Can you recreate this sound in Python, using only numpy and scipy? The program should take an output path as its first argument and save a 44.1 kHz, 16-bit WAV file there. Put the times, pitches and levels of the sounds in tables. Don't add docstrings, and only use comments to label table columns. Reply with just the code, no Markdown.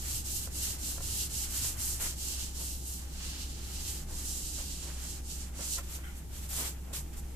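import sys
import numpy as np
from scipy import signal
from scipy.fft import rfft, irfft, next_fast_len
from scipy.io import wavfile
from scipy.ndimage import uniform_filter1d

SR = 44100
rng = np.random.default_rng(int(sys.argv[2]) if len(sys.argv) > 2 else 0)


def master(y):
    cut = np.clip(np.atleast_2d(y).T, -1, 1)
    pcm = np.round(cut * 32767)
    wavfile.write(sys.argv[1], SR, pcm.astype(np.int16))


N = 324223
FFT_SIZE = next_fast_len(N)
TIME = np.arange(N) / SR
FREQ = np.maximum(np.arange(FFT_SIZE // 2 + 1) * SR / FFT_SIZE, 1)

# (frequency [Hz], relative density [dB per Hz])
FELT_SPECTRUM = [(880, -42), (1500, -28), (1830, -25), (2450, -17.5), (2750, -8.5), (3050, -8),
                 (3550, -9.5), (4000, -5), (5500, -3), (6800, -1), (7600, 0.5), (8500, 0.5), (14300, -1)]
# (frequency [Hz], relative density [dB per Hz])
SOLE_SPECTRUM = [(1200, -14.5), (1800, -16), (2500, -12.5), (4000, -7.5), (7700, 5), (11000, 3), (14300, 0)]
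# (frequency [Hz], relative density [dB per Hz])
BODY_SPECTRUM = [(250, 3), (480, 3), (600, 4), (1000, -3.5), (2000, -4.5), (3200, -5), (6000, -27)]
# (turn [s], hiss left at the turn [dB],
# fastest point [share of stroke 0-1], roundness [exponent, small = even speed], hiss at full speed [dB],
# top treble against the hiss at full speed [dB], lower hiss against its usual share [dB])
STROKES = [(-0.01, -44.5, 0.63, 1.7, -37, -3, -0.5), (0.239, -50.5, 0.36, 0.78, -37, -3.5, -1.5),
           (0.495, -64, 0.59, 0.85, -37.5, -4.5, 0.7), (0.775, -54, 0.56, 1.05, -38.5, -3, -1),
           (0.995, -52, 0.65, 0.64, -37, -4, 0.7), (1.285, -54, 0.6, 1, -37, -4.5, -0.5),
           (1.48, -43, 0.57, 0.91, -35.5, -2, 4.3), (1.76, -49.5, 0.56, 1.3, -34.5, -3.5, -2.5),
           (1.99, -45.5, 0.2, 1.7, -35, -2, 1.5), (2.155, -53.5, 0.6, 1.3, -40, -5, 1),
           (2.36, -43.5, 0.34, 1.6, -39.5, -8, 2.5), (2.525, -52.5, 0.36, 1.9, -39.5, -4.5, 1.5),
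           (2.825, -50.5, 0.28, 2.5, -42.5, -1.5, 0.16), (3.08, -57, 0.52, 1.6, -48, -7, 8),
           (3.57, -53.5, 0.7, 1.34, -42, -5, 3.3), (4.063, -68.5, 0.49, 0.9, -39.5, -9.5, -4.2),
           (4.6, -42, 0.15, 3.3, -44.5, -8, 0.9), (4.95, -48.5, 0.53, 1.5, -42.5, -10, 0.42),
           (5.22, -61, 0.32, 1.23, -44, -11, -1), (5.52, -91, 0.68, 1.4, -37, -9, -4.5)]
# (time [s], level [dB])
UPPER_RASP_DRIFT = [(0.0, 7), (0.45, 2.5), (0.7, 5.5), (1.35, 4.5), (1.62, 9.5), (1.9, 6), (2.15, 4.5),
                    (2.38, 4.5), (2.85, 0), (3.25, 8), (3.7, 6), (4.3, 2), (4.75, 0.5), (5.0, 7.5),
                    (5.25, -1), (5.65, 6), (5.85, 0), (6.0, 4)]
# (start [s], attack [s], hold [s], release [s], level [dB],
# upper part against the whole [dB])
SCRAPES = [(0.05, 0.091, 0, .06, -55, 0), (1.982, 0.025, 0.062, 0.03, -47.5, -1),
           (2.56, 0.047, 0.0098, 0.054, -54.5, -17), (4.062, 0.045, .03, 0.11, -57.5, -30),
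           (4.56, 0.027, 0.0017, 0.1, -54, -8), (4.805, 0.037, 0.029, 0.08, -55, -11),
           (5.57, 0.039, 0, 0.029, -50.5, -19), (5.762, 0.018, 0.013, 0.068, -52.5, -1),
           (6.486, 0.024, 0.0063, 0.05, -56, -2), (6.546, 0.044, .04, 0.088, -50.5, -3.5),
           (6.868, 0.014, 0.038, 0.054, -59, -19)]
# (frequency [Hz], mean level [dB rms])
HUM_LINES = [(64.6, -42.5), (807.5, -71.5), (907, -76.5)]
# (frequency [Hz], relative density [dB per Hz])
AIR_SPECTRUM = [(8.8, -38), (15, 6), (71, -5.5), (91, -11.5), (115, -21), (167, -13), (333, -19),
                (498, -25), (744, -29), (811, -25), (1050, -38), (3040, -47), (3500, -37.5), (7390, -32),
                (14300, -36.5)]
# (frequency [Hz], width [Hz], lift [dB])
ROOM_MODES = [(83, 9.1, 6), (153.5, 33, 8.5), (185.5, 9.2, 1.5), (255, 14, 5.5), (302, 15, 3.5),
              (343.6, 42, 5.5)]
# (time [s], level [dB])
RUMBLE_LEVEL = [(0.0, -58), (0.14, -43), (0.43, -50.5), (0.67, -48), (0.86, -56), (1.05, -46),
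                (1.49, -55.5), (1.62, -45), (2.43, -57.5), (5.9, -56.5), (7.27, -54), (7.35, -55)]
# (time [s], level of the ring [dB peak], hardness [0-1])
KNOCKS = [(0.473, -31, 0.3), (.98, -29, 0.35), (0.9833, -41, 0.1), (1.005, -32, 0.44), (1.012, -38, .2),
          (1.647, -37, 0.8), (2.005, -36, .1), (4.6, -40, 0.3), (5.592, -29.5, .0), (5.7835, -30, 0.99),
          (5.7885, -35, 0.7), (5.794, -39, 0.9), (5.987, -36.5, 0.4), (6.881, -38, 0)]
# (frequency [Hz], level at hardness 1 before its tilt [dB], 60 dB decay at hardness 0.5 [s])
BOARD_MODES = [(550, 1, 0.041), (683, 9.5, 0.02), (1020, 11, 0.026), (1345, 11, 0.03), (1800, 8.5, 0.022),
               (2400, 0, 0.016), (4500, -2, .01)]
# (start [s], attack [s], hold [s], release [s], level of the upper part [dB],
# lower part against it [dB])
SCUFFS = [(5.809, 0.026, 0.071, 0.068, -52.5, -7), (5.863, 0.078, 0.021, 0.039, -42.5, -10),
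          (5.96, 0.032, 0.19, .08, -60, -7), (6.13, 0.037, 0.018, .06, -56.5, -20),
          (6.281, 0.054, 0.13, .04, -49, -8.5), (6.474, 0.021, 0.022, 0.029, -43, -12),
          (6.493, 0.041, 0.14, 0.087, -36, -10.5), (6.923, 0.012, 0.033, 0.084, -38.5, -10),
          (7.117, 0.017, 0.011, .03, -54, -10), (7.152, 0.018, 0.027, .02, -49.5, -21)]
# (start [s], attack [s], hold [s], release [s], level [dB])
RUSTLES = [(5.975, .012, .02, .03, -62), (6.015, 0.028, 0.038, .09, -52)]
# (frequency [Hz], width [Hz], relative level [dB])
RUSTLE_PEAKS = [(1450, 210, 2), (2060, 600, -6), (3160, 300, -5)]
# (frequency [Hz], likeness [0-1])
PORT_LIKENESS = [(60, 0.91), (250, 0.93), (630, 0), (2500, 0), (4000, 0), (8000, 0.09)]
# (frequency [Hz], left minus right [dB])
PORT_DIFFERENCE = [(300, 0), (3000, -.5), (5000, -2), (7600, -10), (9500, 0), (11500, 9.5), (14300, 10.5)]

LIFT_S, LIFT_DB = 5.81, -51
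TURN_DULL_DB = -2.5
RASP_DB, RASP_SLOPE, RASP_TOP_DB = -60.5, 0.19, -1.5
AIR_DB = -44.5
CRACK_DB, CRACK_S = 4, .0016
ROOM_T60_S, ROOM_DB = .2, -11
WASH_T60_S, WASH_DB = 0.4, -16
OFFSET = -.0007
TOP_HZ = 14280


def undb(db):
    return 10 ** (np.asarray(db) / 20)


def over_hz(table):
    hz, value = np.transpose(table)
    return np.interp(np.log(FREQ), np.log(hz), value)


def over_time(table):
    s, *columns = np.transpose(table)
    return [np.interp(TIME, s, column) for column in columns]


def colour(x, gain):
    y = irfft(rfft(x, FFT_SIZE) * gain, FFT_SIZE)[..., :N]
    return y / np.sqrt(np.mean(y ** 2))


def walk(rate):
    k = int(SR / rate)
    held = np.repeat(rng.standard_normal(N // k + 1), k)
    return 1.14 * uniform_filter1d(uniform_filter1d(held, k), k)[:N]


def swell(start, attack, hold, release):
    times = np.cumsum([start, max(attack, .005), max(hold, 0), max(release, .005)])
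    return np.interp(TIME, times, [0, 1, 1, 0]) ** 2


def lingering(gain):
    keep = 1000 ** (-2 / (WASH_T60_S * SR))
    wash = signal.lfilter([1 - keep], [1, -keep], gain ** 2)
    return np.sqrt(gain ** 2 + undb(WASH_DB) ** 2 * wash)


def resonance(hz, width):
    return 1 / (1 + (2 * (FREQ - hz) / width) ** 2)


def low_band(centre, width):
    return 1 / (1 + ((FREQ / centre - centre / FREQ) / width) ** 4)


def diffuse(scatter_db):
    slip_size = undb(scatter_db * np.minimum(rng.exponential(size=N), 6))
    slips = rng.standard_normal((2, N)) * slip_size
    alike = np.clip(over_hz(PORT_LIKENESS), 0, 1)
    mid, side = rfft(slips, FFT_SIZE) * np.sqrt([1 + alike, 1 - alike])
    return irfft([mid + side, mid - side], FFT_SIZE)[:, :N]


def rubbing(spectrum, split_hz, scatter_db, patchy_db):
    upper = 1 / np.sqrt(1 + (split_hz / FREQ) ** 8)
    slips, gain = diffuse(scatter_db), undb(over_hz(spectrum))
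    straight = colour(rng.standard_normal(N), 1 / (1 + (FREQ / 4500) ** 4))
    lag = np.array([[1], [-1]]) * 3.0 * walk(2.7)
    straight = np.interp(np.arange(N) + lag, np.arange(N), straight)
    slips = slips / slips.std() + 0.3 * straight
    shared = patchy_db * walk(40)
    low = colour(slips, gain * np.sqrt(1 - upper ** 2)) * undb(shared + patchy_db * walk(25.29))
    high = colour(slips, gain * upper) * undb(shared + patchy_db * walk(25))
    return low, high


def hand():
    turn_s, turn_db, fastest, roundness, db, top_db, lower_db = np.transpose(STROKES)
    ends = np.append(turn_s, LIFT_S)
    k = np.clip(np.searchsorted(ends, TIME) - 1, 0, len(STROKES) - 1)
    part = np.clip((TIME - ends[k]) / np.diff(ends)[k], 0, 1)
    peak = np.clip(fastest[k], .05, .95)
    nearness = np.minimum(part / peak, (1 - part) / (1 - peak))
    speed = np.sin(np.pi / 2 * nearness) ** roundness[k]

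    slow = undb(np.interp(TIME, ends, np.append(turn_db, LIFT_DB)))
    lifted = np.clip((LIFT_S - TIME) / 0.012 + 1, 0, 1)
    hiss = (slow + (undb(db[k]) - slow) * speed) * lifted
    middles = turn_s + fastest * np.diff(ends)
    top = np.interp(TIME, middles, top_db) + TURN_DULL_DB * (1 - speed)
    return hiss, top, np.interp(TIME, middles, lower_db)


def duster():
    gain, top_db, lower_db = hand()
    low, high = rubbing(FELT_SPECTRUM, split_hz=7800, scatter_db=1.5, patchy_db=1.12)
    lower = signal.sosfiltfilt(signal.butter(2, 5000, fs=SR, output="sos"), low)
    low = low + (undb(lower_db + 1.45 * walk(6.04)) - 1) * lower
    share = np.clip(undb(top_db), 0, .95)
    thrum = undb(-25.5) * colour(diffuse(0), low_band(330, 0.6))
    return lingering(gain) * (np.sqrt(1 - share ** 2) * low + share * high + thrum)


def steps():
    return sum(undb([[db + low_db], [db]]) * swell(*shape) for *shape, db, low_db in SCUFFS)


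def split_power(top_db):
    top_power = undb(2 * min(top_db, 0))
    return np.sqrt([[1 - top_power], [top_power]])


def rasp():
    low, high = rubbing(BODY_SPECTRUM, split_hz=1120, scatter_db=2.5, patchy_db=1.2)
    hiss = (hand()[0] + steps()[1]) / .01
    drift = undb(np.array([[.3], [1]]) * over_time(UPPER_RASP_DRIFT)[0])
    gain = undb(RASP_DB) * (hiss + 0.038) ** RASP_SLOPE * drift * split_power(RASP_TOP_DB)
    for *shape, db, top_db in SCRAPES:
        gain = gain + undb(db) * split_power(top_db) * swell(*shape)
    return lingering(gain[0]) * low + lingering(gain[1]) * high


def hum():
    drift = np.cumsum(1 + 0.002 * walk(3)) / SR
    out = np.zeros(N)
    for hz, db in HUM_LINES:
        amplitude = np.sqrt(2) * undb(db + 0.24 * walk(2.99))
        out += amplitude * np.sin(2 * np.pi * hz * drift)
    return out


def air():
    modes_db = sum(db * resonance(hz, width) for hz, width, db in ROOM_MODES)
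    noise = colour(diffuse(0), undb(over_hz(AIR_SPECTRUM) + modes_db))
    return undb(AIR_DB + .5 * walk(1.85)) * noise


def rumble():
    level_db = over_time(RUMBLE_LEVEL)[0] + 2.0 * walk(2.63)
    return undb(level_db) * colour(diffuse(0), low_band(95, .5))


def knocks():
    out, t = np.zeros((2, N)), np.arange(SR // 4) / SR
    noises = rng.standard_normal((len(KNOCKS), 2, len(t)))
    for (s, db, hard), noise in zip(KNOCKS, noises):
        ring = np.zeros(len(t))
        for hz, mode_db, t60 in BOARD_MODES:
            level = undb(mode_db + 9.5 * (hard - 1) * np.log2(hz / 1000))
            decay = 1000 ** (-t / (t60 * (.5 + hard)))
            ring += level * np.sin(2 * np.pi * hz * t) * decay
        ring = ring / np.abs(ring).max() * np.minimum(t / 0.00079, 1)
        crack = hard ** 2 * np.gradient(noise, axis=1) * np.exp(-t / CRACK_S)
        start = int(s * SR)
        hit = (ring + undb(CRACK_DB) * crack)[:, :N - start]
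        out[:, start:start + hit.shape[1]] += undb(db) * hit
    return out


def room(x):
    t = np.arange(SR // 2) / SR
    tail = rng.standard_normal((2, len(t))) * 1000 ** (-t / ROOM_T60_S) * (t > .004)
    tail = tail * undb(ROOM_DB) / np.sqrt(np.sum(tail ** 2, axis=1, keepdims=True))
    return x + signal.fftconvolve(x, tail, axes=1)[:, :N]


def feet():
    low_gain, high_gain = steps()
    low, high = rubbing(SOLE_SPECTRUM, split_hz=3800, scatter_db=2.2, patchy_db=1.67)
    return lingering(low_gain) * low + lingering(high_gain) * high


def rustle():
    peaks = sum(undb(db) * resonance(hz, width) for hz, width, db in RUSTLE_PEAKS)
    gain = sum(undb(db) * swell(*shape) for *shape, db in RUSTLES)
    return lingering(gain) * colour(diffuse(2.5), peaks)


def scene():
    background = hum() + air() + rumble()
    return duster() + rasp() + background + room(knocks()) + feet() + rustle()


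def record(dry):
    tilt = undb(np.array([[.5], [-.5]]) * over_hz(PORT_DIFFERENCE))
    ports = irfft(rfft(dry, FFT_SIZE) * tilt, FFT_SIZE)[:, :N]
    top_cut = signal.ellip(16, .2, 80, TOP_HZ, fs=SR, output="sos")
    return signal.sosfilt(top_cut, ports + OFFSET)


dry = scene()
out = record(dry)
master(out)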